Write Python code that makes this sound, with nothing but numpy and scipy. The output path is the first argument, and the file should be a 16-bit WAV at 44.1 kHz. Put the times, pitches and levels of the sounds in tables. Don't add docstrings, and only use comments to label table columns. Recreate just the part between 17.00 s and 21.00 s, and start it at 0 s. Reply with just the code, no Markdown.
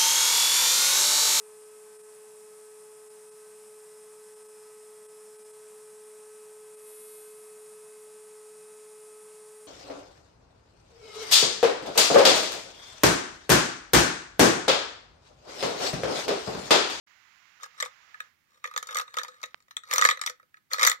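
import sys
import numpy as np
from scipy import signal
from scipy.fft import rfft, irfft, next_fast_len
from scipy.io import wavfile

SR = 44100
rng = np.random.default_rng(int(sys.argv[2]) if len(sys.argv) > 2 else 0)


def file_out(sig):
    cols = np.atleast_2d(sig).T
    lim = np.clip(cols, -1, 1)
    pcm = np.round(lim * 32767).astype(np.int16)
    wavfile.write(sys.argv[1], SR, pcm)


def volts(x):
    e = np.asarray(x, float) / 20
    return 10 ** e


N = 176400

CONTACT_S = 0.0069
PANEL_DB = -0.5


def unit(x):
    return x / np.sqrt(np.mean(x ** 2) + 1e-20)


def along(points, hz):
    f, v = np.transpose(points)
    return np.interp(np.log(hz + 1), np.log(f + 1), v)


def filtered(x, response):
    m = next_fast_len(x.shape[-1] + 8192)
    return irfft(rfft(x, m) * response(np.fft.rfftfreq(m, 1 / SR)), m)[..., :x.shape[-1]]


def port_noise():
    return rng.standard_normal((2, N)) + 0.45 * rng.standard_normal((1, N))


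def suppressor_db():
    # time_s, level_db
    hiss_level = [(0.062, -130), (0.072, -70), (1.1, -68.5), (1.25, -70.5), (1.36, -83), (2.53, -82),
                  (2.56, -87.5), (4.0, -90.5)]
    return np.interp(np.arange(N) / SR, *np.transpose(hiss_level))


def hiss():
    # pitch_hz, density_db (per Hz)
    air = [(250, -50), (560, -23), (980, -9.5), (2000, -3), (3500, -13.5), (7300, -18.5), (8000, -52),
           (16000, -55)]
    left_db, right_db = -35.5, 0
    noise = unit(filtered(port_noise(), lambda f: volts(along(air, f))))
    return noise * volts([[left_db], [right_db]]) * volts(suppressor_db() + 15.5)


def rumble():
    # pitch_hz, density_db (per Hz)
    low_colour = [(15, -53), (25, -24.5), (102, -9.5), (365, -17.5), (400, -22.5), (520, -71.5)]
    return volts(-79.5) * unit(filtered(port_noise(), lambda f: volts(along(low_colour, f))))


def preamp():
    flat_db, fizz_db = -71, -81.5

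    def colour(f):
        return volts(fizz_db) * (f / 10000) ** 2 + volts(flat_db) / (1 + (f / 5000) ** 2)

    return filtered(port_noise(), colour) * volts((suppressor_db() + 76.0) * 0.1)


def background():
    start_s = 0.065
    is_open = np.arange(N) > start_s * SR
    return hiss() + (rumble() + preamp()) * is_open


def ring(f, modes, luck):
    strength_scatter_db, pitch_scatter = 3, 0.031
    total = 0
    for k, (pitch, width, db) in enumerate(modes):
        c = pitch * (1 + pitch_scatter * luck[1, k])
        strength = (-1) ** k * volts(db + strength_scatter_db * luck[0, k])
        total = total + strength * 1j * f * c / (c * c - f * f + 1j * f * width)
    return total


def body(f, hollow_db, panel_db, bright_db, s):
    # pitch_hz, width_hz, level_db
    hollow_modes = [(500, 30, 1), (640, 130, -2)]
    globe_modes = [(1234.3, 59.7, 5)]
    panel_modes = [(1738.6, 85, -1), (1943, 192, 1), (2462, 316, -9)]
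    wall_modes = [(2990, 410, -6.5), (3678, 119, -3.5)]
    rim_modes = [(4363, 402, 2), (5602, 104, -8), (6070, 180, -6.5), (7354, 525, -1.5), (9440, 1820, -9.5),
                 (14200, 2000, -9)]
    grip_shift = (-.02, .02)
    crack_db, low_cut_hz = 0.5, 660

    luck = rng.standard_normal((5, 2, 6))
    grip = 1 + np.interp(s, (0, N / SR), grip_shift)
    globe = ring(f / grip, globe_modes, luck[1] / 2)
    panels = volts(panel_db) * ring(f, panel_modes, luck[4])
    wall = volts((bright_db + panel_db) / 2) * ring(f, wall_modes, luck[3])
    crack = volts(crack_db) * 1j * f / (2000 + 1j * f)
    rim = volts(bright_db) * (ring(f, rim_modes, luck[2]) + crack)
    cavity = volts(hollow_db) * ring(f, hollow_modes, luck[0] / 4)
    low_cut = (1j * f / (low_cut_hz + 1j * f)) ** 2
    return (globe - panels + wall + rim) * low_cut - cavity


def clicks():
    # brightness_db,
    # panels_db, hollow_db
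    contacts = [(0.599, -44, -23, -13, -26), (0.632, -27.5, -4.5, -7.5, -15), (0.64, -31.5, -4, 3, -8),
                (0.66, -38, -34, -16, -21), (0.745, -49, -23, -11, -28), (0.782, -42.5, -8, 9, -22),
                (0.801, -18.5, -2, 12, -34), (0.806, -22, 2, 9, -26), (0.825, -14, -17, -4, -6),
                (0.839, -30, -21, 19, -20), (0.851, -31, 11, 5, -15), (0.859, -27.5, -17, -6.5, -15.5),
                (1.143, -31, -26, 5.5, -22), (1.203, -20.5, -9, 9.5, -11), (1.641, -22, -18, 6.5, -26),
                (1.652, -24, -19, 5.5, -7), (1.661, -34, -5, -14, -26), (1.674, -31, -11, -2.5, -4),
                (1.712, -32.5, -28, -3.5, -25), (1.738, -32, -18, 3, -9), (1.762, -16.5, -9.5, 4.5, -9.5),
                (1.776, -15.5, -1.5, -2, -32), (1.827, -23.5, -9.5, -0.5, -16.5),
                (1.871, -32, 16, -14, -8.5), (1.89, -26, -22, 1, -9.5), (1.908, -29, -10.5, -10.5, -2),
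                (1.928, -31.5, -20, -15, -11),
                (1.946, -21, 2.5, -2, -3), (1.955, -18, -18, -7, -16), (1.969, -14.5, 3.5, 7.5, -20),
                   (1.978, -18.5, -12, 4, -6.5), (1.985, -17.5, -2.5, -4, -6), (1.996, -18, -16, 2, -17.5),
                   (2, -20.5, -14, -10, -32), (2.012, -26, -4, -9, -3), (2.017, -29, -14, -14, -16),
                   (2.079, -36, -14.5, 0.5, -9), (2.141, -27.5, -21, -10, -31), (2.168, -27.5, -8, 8, -22),
                   (2.169, -19, -7.5, -1.5, -4), (2.174, -20.5, -40, -5, -26), (2.185, -16, -7, -1, -22),
                   (2.193, -23.5, -8, 8.5, -9), (2.214, -25.5, -15, -5, -10), (2.233, -24, -5.5, -9, -9),
                   (2.247, -26.5, -33, -3, -19), (2.282, -34.5, -11, -15, -5), (2.404, -49, -31, -16, -21),
                   (2.415, -41.5, 0, -24, -18), (2.43, -25, -8, -6, -14), (2.437, -21, -10.5, 6.5, -3.5),
                   (2.458, -40, 14, -14, -10), (2.603, -51.5, -1, 8, -6), (2.624, -55, 1, 2, -10),
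                   (2.682, -49.5, -15, 1.5, -5), (2.709, -34, -7, 4, -22), (2.767, -16.5, -3, 9.5, -20),
                (2.835, -35, -12.5, 1.5, -34), (2.898, -38, -16, 7, -14), (2.911, -17, -1.5, 2.5, -16),
              (2.92, -26.5, -2, 7, -10), (2.928, -16, -8, 2, -14), (2.936, -10.5, 0, 1, -7),
              (2.959, -12.5, -3, -2.5, -10), (2.97, -25.5, -1, -4, -19), (2.981, -6.5, -3.5, -1.5, -19),
              (2.991, -14.5, -6.5, 5, -1), (3.013, -10, 1, 1.5, -5), (3.021, -5.5, -6.5, 9, -24),
              (3.032, -15, -10, 4, -9.5), (3.041, -10.5, -17.5, -13, -23), (3.05, 0, -6.5, 3.5, -12),
              (3.06, -14.5, -9.5, -8.5, -18), (3.072, -17, -5, -2, -23), (3.088, -4.5, -7, 5.5, -20),
              (3.1, -15, 0, 10.5, -18), (3.11, -11.5, -5.5, 8.5, -10), (3.172, -28.5, -7, 9, -1),
              (3.192, -34.5, -14.5, -2.5, -14), (3.214, -17, -2, 1.5, -19), (3.224, -31.5, -13, -8, -22),
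              (3.236, -24, -1.5, 7, -22), (3.262, -15, 5.5, -5.5, -17), (3.273, -18, -9, 7.5, -9.5),
              (3.297, -23.5, -1, 6, 0), (3.398, -42.5, -31, -2.5, -16), (3.429, -50.5, -20.5, -2, -2),
                (3.542, -36, -38.5, 11.5, -25), (3.57, -46, -2.5, 13.5, -21.5), (3.714, -26.5, -22, 6.5, -6),
             (3.722, -27.5, -7.5, -0.5, -12.5), (3.733, -12, 0.5, -1.5, -17), (3.742, -20, -10, 1, -15),
             (3.783, -22.5, -20, -2, -10), (3.794, -14, -1.5, -2, -16), (3.811, -12, -6.5, -1, -28),
             (3.821, -11.5, -8.5, 1, -11.5), (3.83, -4, 2, 6, -11), (3.836, -8.5, -8, 5, -31),
             (3.849, -6.5, -7, -3, -20), (3.856, -18, -5, 11, -2), (3.866, -7.5, 0.5, -2, -33),
             (3.872, -3, 5, 7, -20), (3.882, -15.5, 1, -3, -11), (3.897, -11, 6.5, 6.5, -39),
             (3.915, -13, 1, 2, -22), (3.928, -25, -11, -3, -30)]
    rise_s, chatter_s, chatter_db = 0.00079, 0.067, -20.5
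    hit_db, hollow_trim_db, bright_trim_db = -7, -1.5, -8
    scatter_db, scatter_hz = 1, 4000

    t = np.arange(SR // 8) / SR
    decay = volts(-60 * t / CONTACT_S) + volts(chatter_db - 60 * t / chatter_s)
    shape = decay * (1 - np.exp(-t / rise_s))
    out = np.zeros((2, N + SR))
    for s, db, bright_db, panel_db, hollow_db in contacts:
        noise = rng.standard_normal((3, len(t))) * shape
        own = filtered(noise[1:], lambda f: volts(scatter_db) * 1j * f / (scatter_hz + 1j * f))
        hit = filtered(noise[0] + own, lambda f: body(
            f, hollow_db + hollow_trim_db, panel_db + PANEL_DB, bright_db + bright_trim_db, s))
        onset_rms = np.sqrt(np.mean(hit[:, :SR // 300] ** 2))
        out[:, round(s * SR):][:, :len(t)] += volts(db + hit_db) * hit / onset_rms
    return out[:, :N]


def stir():
    # middle_s, half_length_s, level_db
    shifts = [(0.636, 0.027, -50.5), (0.829, 0.055, -49), (1.081, 0.1, -65.5), (1.235, 0.055, -65.5),
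              (1.547, 0.059, -66), (1.701, 0.07, -59.5), (1.898, 0.037, -42), (1.985, 0.052, -47.5),
              (2.212, 0.15, -53), (2.428, 0.15, -63.5), (2.952, 0.089, -47), (3.028, 0.11, -32),
              (3.281, 0.026, -42.5), (3.571, 0.014, -67), (3.739, 0.028, -37.5), (3.854, 0.079, -31.5)]
    grains_per_s, grain_spread_db = 900, 1.5
    hollow_db, bright_db = -11.5, -14

    t = np.arange(SR // 2) / SR
    middle = t.mean()
    contact = volts(-60 * t[:300] / CONTACT_S)
    out = np.zeros(N + SR)
    for s, half, db in shifts:
        draw = rng.random((2, len(t)))
        impulses = (draw[0] < grains_per_s / SR) * volts(-grain_spread_db * np.log(draw[1]))
        grains = np.convolve(impulses, contact)[:len(t)]
        swell = np.exp(-((t - middle) / half) ** 4)
        push = unit(grains * rng.standard_normal(len(t))) * swell
        sound = unit(filtered(push, lambda f: body(f, hollow_db, PANEL_DB, bright_db, s)))
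        out[round((s - middle) * SR):][:len(t)] += volts(db) * sound * np.sqrt(2 * half / t[-1])
    return out[:N]


def tick():
    # start_s, right_peak_db, left_over_right_db
    ticks = [
        (2.544, -8.5, -48),
    ]
    pitch_hz, width_hz = 1500, 1300
    x = np.zeros((2, N))
    for s, db, left_db in ticks:
        x[:, round((s + 0.001) * SR)] = volts([db + left_db + 18.5, db + 12.5])

    def thud(f):
        damping = 1j * f * width_hz
        return damping / (pitch_hz ** 2 - f * f + damping) / (1 + (f / 5000) ** 4)

    return filtered(x, thud)


def room(x):
    # pitch_hz, t60_s
    decay = [(300, .25), (2000, .22), (12000, .13)]
    hz, t, z = signal.stft(rng.standard_normal((2, SR // 3)), SR, nperseg=256)
    fade = volts(-60 * t / along(decay, hz)[:, None])
    tail = signal.istft(z * fade, SR, nperseg=256)[1]
    return signal.fftconvolve(x, tail / np.linalg.norm(tail[0]), axes=1)[:, :N]


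def at_ports(x):
    # pitch_hz, left_over_right_db
    balance = [(100, -19), (200, 18.5), (400, 9.5), (700, 20), (1290, -5.5), (2400, -2.5), (4400, 7.5),
               (15000, 6.5)]
    # pitch_hz, lead_s
    lead = [(1500, .00022), (2300, .00036)]
    side = np.array([[1], [-1]])

    def response(f):
        return volts(side * along(balance, f) / 2) * np.exp(1j * np.pi * side * f * along(lead, f))

    return filtered(x, response)


def microphone(x):
    ceiling, cut_hz = 0.95, 98
    jolt_db, jolt_hz = -35.5, 70
    held = x / (1 + np.abs(x / ceiling) ** 8) ** (1 / 8)
    loudness = np.abs(held).mean(0)
    jolt = filtered(loudness, lambda f: volts(jolt_db) * (1j * f / jolt_hz) ** 2 / (1 + 1j * f / jolt_hz) ** 4)
    return filtered(held, lambda f: (1j * f / (cut_hz + 1j * f)) ** 2) + jolt


def scene():
    room_db = -15
    toy = clicks() + stir()
    near = at_ports(toy + volts(room_db) * room(toy)) + tick()
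    return microphone(near) + background()


def top_cut(x):
    return signal.sosfilt(signal.butter(12, 17140, fs=SR, output="sos"), x)


def record(dry):
    top_hz = 16000
    mix = filtered(dry, lambda f: 0.78 * volts(-32.0 * np.clip((f - top_hz) / 200 + 1, 0, 1)))
    return top_cut(mix)


dry = scene()
out = record(dry)
file_out(out)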